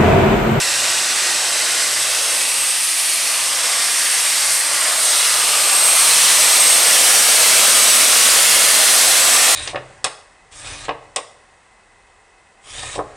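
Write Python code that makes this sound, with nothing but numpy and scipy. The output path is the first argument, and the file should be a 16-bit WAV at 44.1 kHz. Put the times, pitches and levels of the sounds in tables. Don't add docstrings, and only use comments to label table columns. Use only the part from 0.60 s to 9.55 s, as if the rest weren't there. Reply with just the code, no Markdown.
import sys
import numpy as np
from scipy import signal
from scipy.fft import rfft, irfft, next_fast_len
from scipy.io import wavfile
from scipy.ndimage import uniform_filter1d, map_coordinates

SR = 44100
rng = np.random.default_rng(int(sys.argv[2]) if len(sys.argv) > 2 else 0)


def output_pcm(signal):
    pcm = np.clip(np.atleast_2d(signal).T, -1, 1) * 32767
    wavfile.write(sys.argv[1], SR, np.round(pcm).astype(np.int16))


N = 394694

# (time [s], flank turned to the stands [0-1], closeness [0-1])
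APPROACH = [(0, 0, 0), (2.6, 0, 0.07), (4, 0.27, 0.11), (5.1, 0.44, 0.1), (5.6, 0.67, 0.68), (7, 1, 0.92),
            (8.95, 0.85, .95)]
# (time [s], relative level [dB])
BODY_LEVEL = [(0, -30), (1.57, -31), (2.34, -36), (3.09, -29.5), (3.46, -32.5), (4.31, -27.5), (5.7, -26),
              (7.25, -24), (7.83, -25.5), (8.95, -24.5)]


def amp(db):
    return 10 ** (np.asarray(db) / 20)


def unit_rms(x):
    return x / np.sqrt(np.mean(x ** 2) + 1e-20)


def spectrum_at(points, hz):
    f, values = np.transpose(points)
    return np.interp(np.log(hz + 1), np.log(f + 1), values)


def curves(rows, times=None):
    seconds, *columns = np.transpose(rows)
    return [np.interp(np.arange(N) / SR if times is None else times, seconds, c) for c in columns]


def wobble(rate):
    knots = rng.standard_normal(4096)
    coarse = np.arange(0, N + 32, 32)
    return np.interp(np.arange(N), coarse, map_coordinates(knots, [coarse * rate / SR], mode="wrap"))


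def revs():
    # (time [s], half the firing rate [Hz], upper whistle pitch [Hz])
    speeds = [(0.0, 129.6, 8300.0), (0.2, 125.8, 8165.0), (0.52, 145.6, 8580.0), (0.83, 130.6, 8245.0),
              (1.07, 129.6, 8510.0), (1.4, 119.0, 8230.0), (1.68, 124.2, 8550.0), (1.98, 124.9, 8340.0),
              (2.26, 141.0, 8590.0), (3.1, 125.6, 8420.0), (3.45, 134.0, 8520.0), (3.8, 130.0, 8470.0),
              (4.0, 128.8, 8545.0), (4.25, 123.0, 8430.0), (5.0, 113.5, 8380.0), (5.45, 125.9, 8530.0),
              (5.85, 122.0, 8275.0), (6.1, 118.8, 8360.0), (6.45, 118.0, 8265.0), (6.9, 123.1, 8255.0),
              (7.4, 117.4, 8200.0), (8.6, 123.0, 8255.0), (8.95, 130.8, 8380.0)]
    return [uniform_filter1d(hz, size=4000) for hz in curves(speeds)]


def engine_cycles(half_firing_hz, flutter=0.003):
    cycle_hz = half_firing_hz / 3
    return np.cumsum(cycle_hz * (1 + flutter * wobble(14))) / SR


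def engine_drone(cycles, firing_db=-60, firing_near_db=13, fading_db=2, spread=0.43):
    # (time [s], relative level [dB])
    boom_level = [(0, -62), (.2, -46), (.5, -65), (.9, -56), (1.6, -54), (2.05, -56), (2.4, -67),
                  (3.2, -52), (3.38, -68), (3.8, -58), (4.3, -59), (4.8, -53), (5.4, -57), (5.7, -62),
                  (8.95, -59)]
    # (order [multiple of the cycle rate], relative level [dB])
    growl_orders = [(2, -40), (4, -35), (5, -46), (7, -29), (8, -29.5), (9, -27), (11, -21.5), (12, -17),
                    (13, -19.5), (14, -22), (15, -14.5), (16, -16), (17, -20), (18, -29), (20, -20)]
    _, close = curves(APPROACH)
    boom_db = curves(boom_level)[0] - 0.5
    growl_db = curves(BODY_LEVEL)[0] - 1 - 5 * (1 - close)
    partials = [(3, boom_db), (6, firing_db + firing_near_db * close ** 2)]
    partials += [(order, growl_db + db) for order, db in growl_orders]
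    drone = np.zeros((2, N))
    for order, db in partials:
        phase = 2 * np.pi * order * cycles + 0.3 * wobble(10)
        level = np.sqrt(2) * amp(db + fading_db * wobble(12))
        side = spread * close * np.sin(phase + 2 * wobble(2.2))
        drone += level * np.array([np.sin(phase), side])
    return drone


def whistle(pitch_hz, level, flutter_hz, flicker_db, echo_db, blur_hz, echo_s=0.07, fading_db=0.8):
    db = curves(level)[0] + fading_db * wobble(6.1)
    phase = 2 * np.pi * np.cumsum(pitch_hz + flutter_hz * wobble(40)) / SR
    tone = np.sqrt(2) * amp(db) * np.exp(1j * phase)
    direct = tone.real * amp(flicker_db * wobble(25))
    late = np.pad(tone, (int(echo_s * SR), 0))[:N]
    scatter = lambda: (late * (wobble(2 * blur_hz) + 1j * wobble(2 * blur_hz))).real / np.sqrt(2)
    return np.array([direct + amp(echo_db) * scatter(), amp(echo_db - 12) * scatter()])


def turbo_whistles(turbo_hz, lower_ratio=0.9645):
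    # (time [s], relative level [dB])
    upper_level = [(0, -33), (.8, -33), (2, -25), (2.6, -33), (4, -24.5), (4.2, -28), (4.95, -25),
                   (5.27, -18.5), (5.6, -26), (6.1, -16.5), (6.35, -22.5), (7, -21.5), (8.4, -27),
                   (8.95, -26)]
    lower_level = [(0, -50), (4.25, -35), (4.5, -24), (4.9, -33), (5.27, -20.5), (5.9, -29), (6.9, -31),
                   (7.3, -28), (7.95, -41), (8.7, -23.5), (8.95, -34)]
    upper = whistle(turbo_hz, upper_level, flutter_hz=10, flicker_db=2.2, echo_db=-2, blur_hz=60)
    lower = whistle(lower_ratio * turbo_hz, lower_level, flutter_hz=6, flicker_db=2, echo_db=-8,
                    blur_hz=50)
    return amp(-2) * upper + amp(2) * lower


def track_bounce(hz, t, close, far_share=0.17, near_share=0.087, dull_hz=3900):
    # (time [s], delay [s])
    bounce_delay = [(0, 0.00093), (.9, 0.00087), (1.6, 0.00091), (2.1, 0.00046), (2.65, 0.00058),
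                    (3.3, 0.00026), (4.2, 0.00032), (5.25, 0.00056), (5.9, 0.00065), (7.2, 0.0012),
                    (8.95, 0.0013)]
    delay, = curves(bounce_delay, t)
    share = (far_share * (1 - close) + near_share * close) / (1 + (hz / dull_hz) ** 4)
    return np.abs(1 - share * np.exp(-2j * np.pi * hz * delay))


def pole_sweep(hz, t, crossing_s=4.25, reach_s=0.33, behind_s=0.14, shadow_db=-2, shadow_hz=7000):
    offset = t - crossing_s
    detour_s = np.where(offset < 0, 0.00056, 0.0016) * offset ** 2
    nearby = np.exp(-(offset / reach_s) ** 2 / 2)
    hidden = np.exp(-(offset / behind_s) ** 2)
    share = 0.34 * nearby * (1 - hidden) / np.hypot(1, hz * detour_s)
    comb = np.abs(1 - share * np.exp(1j * np.pi / 4 - 2j * np.pi * hz * detour_s))
    return comb * amp(shadow_db * hidden * hz / (hz + shadow_hz))


def roar_colour(hz, flank):
    # (frequency [Hz], relative level [dB])
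    colour_ahead = [(30, -27), (180, -24), (300, -22), (400, -19), (490, -12), (600, -10), (900, -6.5),
                    (2500, -5.5), (5200, -1.4), (7200, -4.5), (8100, 0.5), (9200, -1), (10500, -4),
                    (13000, -17), (15500, -27)]
    colour_abeam = [(30, -39), (144, -30), (237, -22.5), (340, -19.5), (480, -9), (658, -4.5), (855, -5.5),
                    (1170, -3.4), (2500, 0), (7100, -0.2), (9800, -2.5), (11500, -8.5), (15000, -17.5)]
    # (centre [Hz], width [Hz], boost [dB])
    peaks_ahead = [(334, 83, 6), (610, 120, 3), (1173, 71, 5), (1460, 110, 1.5), (1983, 280, 5),
                   (2590, 480, 3.5)]
    peaks_abeam = [(465, 61, 3.2), (637, 120, 2), (1180, 150, 1.8), (2170, 140, 2)]

    def voiced(colour, peaks):
        boost_db = sum(db / (1 + (2 * (hz - centre) / width) ** 2) for centre, width, db in peaks)
        return spectrum_at(colour, hz) + boost_db

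    return (1 - flank) * voiced(colour_ahead, peaks_ahead) + flank * voiced(colour_abeam, peaks_abeam)


def ride_bands(gain, hz, t, close, near_db=0.17):
    edges_hz = [0, 400, 1500, 4000, 8300, 30000]
    # (time [s], relative level [dB])
    rumble_level = [(0, -41.5), (1.3, -44), (2.3, -50), (3.2, -48), (4.5, -46), (5.7, -42.5), (7, -40),
                    (8.95, -40)]
    roar_level = [(0, -19), (1.2, -19.5), (2.1, -21.5), (3.1, -20), (4.6, -18), (5.25, -18), (5.6, -14),
                  (6.1, -15), (7.2, -13.8), (8.95, -14.5)]
    hiss_level = [(0, -28.7), (1.3, -26.5), (2.4, -22.5), (3.04, -26), (3.5, -22.5), (3.8, -23.5),
                  (4.5, -22), (5.05, -22), (5.45, -18), (8.1, -17), (8.95, -19)]
    rides = [(rumble_level, -1.5), (BODY_LEVEL, 0.5), (roar_level, -4), (roar_level, -1.15),
             (hiss_level, 2)]
    for low, high, (level, trim_db) in zip(edges_hz, edges_hz[1:], rides):
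        band = (hz >= low) & (hz < high)
        band_rms = np.sqrt(np.sum(gain[band] ** 2, axis=0) / len(hz))
        gain[band] *= amp(curves(level, t)[0] + trim_db + near_db * close) / band_rms
    return gain


def exhaust_jet(cycles, pulsing=0.043, uneven=0.023, churn_db=0.35, surge_db=0.2, ripple_db=1.7):
    # (frequency [Hz], side over mid [dB])
    width_far = [(100, -32), (250, -29), (420, -17), (600, -17.5), (1000, -17.5), (3000, -13),
                 (5000, -17.5), (7500, -10.5), (10000, -51), (14000, -70)]
    width_near = [(60, -10), (200, -4), (350, -1.5), (600, -7), (880, -4), (1500, -9), (3000, -12.5),
                  (5000, -17.5), (8000, -15), (14000, -75)]
    puffs = 1 + pulsing * np.cos(2 * np.pi * 6 * cycles) + uneven * np.cos(2 * np.pi * 4 * cycles)
    churn = amp(churn_db * wobble(45) + surge_db * wobble(8))
    hz, t, gas = signal.stft(rng.standard_normal((2, N)) * puffs * churn, SR, nperseg=2048)
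    f = hz[:, None]
    flank, close = curves(APPROACH, t)
    colour_db = roar_colour(f, flank)
    ripples = uniform_filter1d(rng.standard_normal(colour_db.shape), size=3, axis=0)
    ripples = unit_rms(uniform_filter1d(ripples, size=16, axis=1))
    gain = amp(colour_db + ripple_db * ripples) * track_bounce(f, t, close)
    gain = ride_bands(gain, hz, t, close) * pole_sweep(f, t)
    spread = (1 - close) * amp(spectrum_at(width_far, f)) + close * amp(spectrum_at(width_near, f))
    return signal.istft(gas * np.array([gain, gain * spread]), SR)[1][:, :N]


def scene():
    # (time [s], left over right [dB])
    balance = [(0.0, -1), (2.04, -0.5), (6.5, -0.3), (8.95, -0.5)]
    half_firing_hz, turbo_hz = revs()
    cycles = engine_cycles(half_firing_hz)
    mid, side = turbo_whistles(turbo_hz) + exhaust_jet(cycles) + engine_drone(cycles)
    pan_db, = curves(balance)
    return np.array([(mid + side) * amp(pan_db / 2), (mid - side) * amp(-pan_db / 2)])


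def record(dry, ceiling=0.57, hardness=8, low_cut_hz=90, soft_top_hz=15000, top_hz=15900):
    drive = np.abs(dry.mean(axis=0) / ceiling)
    clipped = dry / (1 + drive ** hardness) ** (1 / hardness)
    size = next_fast_len(N + SR // 4, True)
    hz = np.fft.rfftfreq(size, 1 / SR)
    low_cut = hz / np.hypot(hz, low_cut_hz)
    band_limit = (hz < top_hz) / np.hypot(1, (hz / soft_top_hz) ** 10)
    return irfft(rfft(clipped, size) * low_cut * band_limit, size)[:, :N]


dry = scene()
out = record(dry)
output_pcm(out)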